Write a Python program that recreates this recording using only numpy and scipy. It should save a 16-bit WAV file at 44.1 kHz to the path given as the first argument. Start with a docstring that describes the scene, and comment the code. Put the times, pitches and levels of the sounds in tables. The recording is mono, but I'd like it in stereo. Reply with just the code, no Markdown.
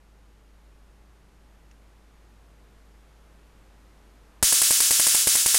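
"""Bare, hard-floored room with a charged high-voltage capacitor bank. At first only hiss, rumble, hum
and one small handling tick. From 4.4 s a spark gap breaks down about 12 times a second. Each spark:
a sharp crack with the same floor and wall echoes, a short ring of the apparatus, a bright tail and a
microphone overload thump, heavy after a long pause. Gain control ducks the cracks and recovers into
the tails: an almost unbroken sizzle."""
import sys
import numpy as np
from scipy import signal
from scipy.fft import rfft, irfft
from scipy.io import wavfile
from scipy.ndimage import uniform_filter1d

SR = 44100
rng = np.random.default_rng(int(sys.argv[2]) if len(sys.argv) > 2 else 0)


def transcribe(u):
    """Save the signal u as a 16-bit wav file named by the first command-line argument.

    u: samples, shape (n,) or (channels, n), limited to [-1, 1]; the rate is SR.
    q: integer samples, one column per channel.
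    """
    v = np.clip(np.atleast_2d(u).T, -1, 1)
    q = np.round(v * 32767).astype(np.int16)
    wavfile.write(sys.argv[1], SR, q)


N = 246078
TIME_S = np.arange(N) / SR
EVENT_N = SR // 2
EVENT_S = TIME_S[:EVENT_N]

# Room noise spectrum: f/Hz, relative density/dB
HISS_SPECTRUM = [(60, -1), (130, -1), (220, -3.5), (400, -3.5), (700, -6.5), (1200, -7.5), (2000, -12),
                 (4000, -18.5), (8000, -23.5), (13500, -27.5)]
# Room noise stereo image: f/Hz, L-R correlation
HISS_CORRELATION = [(60, .99), (200, 0.86), (400, 0.55), (800, 0.089), (3000, .12), (8000, 0.29),
                    (14000, 0.61)]
# Hum lines: f/Hz, rms level/dB
HUM_LINES = [(52.2, -54.5), (150.7, -76.5), (199.2, -73.5), (301.5, -76), (839.8, -79), (6700, -88.5),
             (8899, -90)]
# Handling tick: t/s, level/dB
TICKS = [(1.7128, -51)]
# Tick spectrum: f/Hz, relative density/dB
TICK_SPECTRUM = [(500, -22), (1900, 4), (4200, -15), (6300, 1), (9000, -16), (13000, -30)]
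# Gap breakdowns: t/s, relative level/dB
DISCHARGES = [(4.4273, 4), (4.5245, 1.5), (4.617, 2), (4.7078, 1), (4.804, 1.5), (4.908, 0.5),
              (4.9968, -0.5), (5.0675, 1), (5.1475, -1), (5.272, 1.5), (5.354, -3.5), (5.4609, -2.5),
              (5.5443, 6)]
# Direct path and first reflections: delay/s, relative level/dB
ARRIVALS = [(0.0, -1), (.0025, 2.5), (.0046, -3), (.0067, 4), (0.0095, -7.5), (.0160, -10), (0.0252, -18.5)]
# Crack spectrum: f/Hz, relative density/dB
CRACK_SPECTRUM = [(60, -38), (200, -12.5), (600, 0), (930, -4.5), (1130, -9), (1800, -1), (3500, -5.5),
                  (7500, 2.5), (10300, 6.5), (12700, -3), (15500, -14)]
# Crack stereo image: f/Hz, L-R correlation
CRACK_CORRELATION = [(200, -0.65), (700, -0.4), (2000, 0.049), (6000, 0.88), (15000, 0.78)]
# Reverberation spectrum: f/Hz, relative density/dB
REVERB_SPECTRUM = [(59, -82), (100, -35), (234, -27.5), (608, -23.5), (891, -23), (1360, -15.5),
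                   (2170, -13), (2860, -7.5), (3400, -7.5), (6990, 0.5), (10500, -1), (12700, -10),
                   (14700, -5.5), (16000, -10.5)]
# Stereo image of reverberation and tick: f/Hz, L-R correlation
ROOM_CORRELATION = [(200, 1), (3000, 0.88), (8000, 0.79), (15000, 0.35)]


def from_db(db):
    """Decibels to gain."""
    return 10 ** (np.asarray(db) / 20)


def unit_rms(x):
    """Scale to rms 1."""
    return x / np.sqrt(np.mean(x ** 2) + 1e-20)


def at_hz(points, hz):
    """Table lookup on a log-frequency axis."""
    table = np.array(points)
    return np.interp(np.log(np.maximum(hz, 1)), np.log(table[:, 0]), table[:, 1])


def butter(x, edge_hz, kind, order):
    """Causal Butterworth filter."""
    return signal.sosfilt(signal.butter(order, edge_hz, kind, fs=SR, output="sos"), x + 1e-18)


def drift(knots_per_s):
    """Slow wander between unit-variance random knots."""
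    knots = rng.standard_normal(256)
    return np.interp(TIME_S * knots_per_s, np.arange(len(knots)), knots)


def stereo_noise(spectrum, correlation, size=EVENT_N):
    """Coloured noise, rms 1, L-R correlation set per frequency."""
    hz = np.arange(size // 2 + 1) * SR / size
    mid, side = rfft(rng.standard_normal((2, size)))
    rho = at_hz(correlation, hz)
    left_right = np.sqrt(1 + rho) * mid + np.sqrt(1 - rho) * side * [[1], [-1]]
    return unit_rms(irfft(left_right * from_db(at_hz(spectrum, hz)), size))


def decay(t60_s, delay_s=0):
    """Step at delay_s, then exponential decay."""
    age_s = EVENT_S - delay_s
    return (age_s >= 0) * from_db(-60 * np.maximum(age_s, 0) / t60_s)


def add(out, start_s, sound):
    """Mix in at start_s."""
    start = round(start_s * SR)
    part = sound[:, :max(N - start, 0)]
    out[:, start:start + part.shape[1]] += part


def hiss(start_db, rise_db_per_s):
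    """Room noise, creeping up steadily."""
    gain = from_db(start_db + rise_db_per_s * TIME_S)
    return butter(gain * stereo_noise(HISS_SPECTRUM, HISS_CORRELATION, size=N), 13500, "low", order=12)


def rumble(level_db, wander_db, corner_hz):
    """Low background noise; the level wanders."""
    lows = butter(rng.standard_normal(N), corner_hz, "low", order=1)
    lows = butter(lows, 220, "low", order=2)
    return from_db(level_db + wander_db * drift(knots_per_s=3)) * unit_rms(lows)


def hum(waver_hz, waver_db):
    """Sine lines, each wavering in pitch and level."""
    out = np.zeros(N)
    for hz, rms_db in HUM_LINES:
        phase = 2 * np.pi * np.cumsum(hz + waver_hz * drift(knots_per_s=9.08)) / SR
        amplitude = np.sqrt(2) * from_db(rms_db + waver_db * drift(knots_per_s=13.0))
        out += amplitude * np.sin(phase)
    return out


def tick(t60_s):
    """Tiny, dry handling click."""
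    out = np.zeros((2, N))
    for start_s, db in TICKS:
        add(out, start_s, from_db(db) * decay(t60_s) * stereo_noise(TICK_SPECTRUM, ROOM_CORRELATION))
    return out


def crack(t60_s):
    """Arc snap, direct and off the floor and nearby surfaces; arrivals add in power."""
    power = sum((from_db(db) * decay(t60_s, delay_s)) ** 2 for delay_s, db in ARRIVALS)
    return np.sqrt(power) * stereo_noise(CRACK_SPECTRUM, CRACK_CORRELATION)


def ring(hz, relative_db, t60_s):
    """Short, hollow resonance of the apparatus around the gap."""
    return from_db(relative_db) * decay(t60_s) * np.sin(2 * np.pi * hz * EVENT_S)


def thump(pause_s, t60_s, band_hz, grit, echo_db):
    """The pressure step overloads each microphone: ragged swing, kicked back by a strong echo."""
    usual_pause_s, usual_loss_db, recovery_s = 0.08, 35.5, 0.051
    loss_db = usual_loss_db * np.exp((usual_pause_s - pause_s) / recovery_s)  # long pause: full weight
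    echo_s = ARRIVALS[3][0]
    kicks = decay(t60_s) - from_db(echo_db) * decay(t60_s, echo_s)
    ragged = kicks * (1 + grit * rng.standard_normal((2, EVENT_N)))
    low_hz, high_hz = band_hz
    dull = butter(ragged, high_hz, "low", order=2)
    return from_db(-loss_db) * butter(dull, low_hz, "high", order=1)


def reverberation(build_s=0.0045, near_db=8.0, near_t60_s=0.039, room_t60_s=0.5):
    """Diffuse tail: scatter from the nearby apparatus dies first, then the room."""
    swell = 1 - np.exp(-EVENT_S / build_s)
    fade = decay(room_t60_s) + from_db(near_db) * decay(near_t60_s)
    return swell * fade * stereo_noise(REVERB_SPECTRUM, ROOM_CORRELATION)


def blend(usual, fresh, fresh_share):
    """Equal-power mix of a repeated sound and a fresh one."""
    return np.sqrt(1 - fresh_share) * usual + np.sqrt(fresh_share) * fresh


def sparks(crack_db, reverb_db, thump_db):
    """Near-identical sparks: same crack and tail each time, crack partly and tail slightly varied."""
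    out = np.zeros((2, N))
    draws = [(crack(t60_s=0.015), reverberation()) for _ in range(len(DISCHARGES) + 1)]
    usual_crack, usual_tail = draws[0]
    apparatus = ring(hz=923, relative_db=-14, t60_s=0.015)
    pauses_s = np.diff([start_s for start_s, _ in DISCHARGES], prepend=0)
    for (start_s, spark_db), pause_s, (new_crack, new_tail) in zip(DISCHARGES, pauses_s, draws[1:]):
        snap = from_db(crack_db) * (blend(usual_crack, new_crack, fresh_share=0.41) + apparatus)
        tail = from_db(reverb_db) * blend(usual_tail, new_tail, fresh_share=0.095)
        swing = thump(pause_s, t60_s=0.017, band_hz=(35.4, 1440), grit=4.1, echo_db=-5.0)
        add(out, start_s, from_db(spark_db) * (snap + tail) + from_db(thump_db) * swing)
    return out


def peak_hold(db, fall_db_per_s):
    """Instant rise, steady fall."""
    fall_db = fall_db_per_s * TIME_S
    return np.maximum.accumulate(db + fall_db) - fall_db


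def gain_control(x, threshold_db, duck_db_per_db, fast_range_db, smooth_s):
    """Ducks on loud sound; part of the gain returns fast as the room dies away, the rest slowly."""
    power = uniform_filter1d(np.mean(x ** 2, axis=0), size=132)  # 3 ms
    over_db = np.maximum(10 * np.log10(np.maximum(power, 1e-12)) - threshold_db, 0)
    fast_db = peak_hold(over_db, fall_db_per_s=1600)
    slow_db = peak_hold(over_db, fall_db_per_s=7.0) - fast_range_db
    pole = np.exp(-1 / (smooth_s * SR))
    held_db = signal.lfilter([1 - pole], [1, -pole], np.maximum(fast_db, slow_db))
    return x * from_db(-duck_db_per_db * held_db)


def scene():
    """Quiet room, one tick, then the sparks."""
    room = hiss(start_db=-60.5, rise_db_per_s=0.77)
    room += rumble(level_db=-66, wander_db=1, corner_hz=35.4)
    room += hum(waver_hz=1.0, waver_db=0.7)
    discharges = sparks(crack_db=23.5, reverb_db=11.0, thump_db=23)
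    return room + tick(t60_s=0.021) + discharges


def record(dry):
    """Gain control, soft clip, steep low-pass."""
    ceiling, cutoff_hz = 0.8, 15900
    levelled = gain_control(dry, threshold_db=-23.5, duck_db_per_db=0.81,
                            fast_range_db=21.5, smooth_s=0.0007)
    clipped = ceiling * np.tanh(levelled / ceiling)
    return signal.sosfilt(signal.ellip(10, 0.2, 80, cutoff_hz, fs=SR, output="sos"), clipped)


dry = scene()
out = record(dry)
transcribe(out)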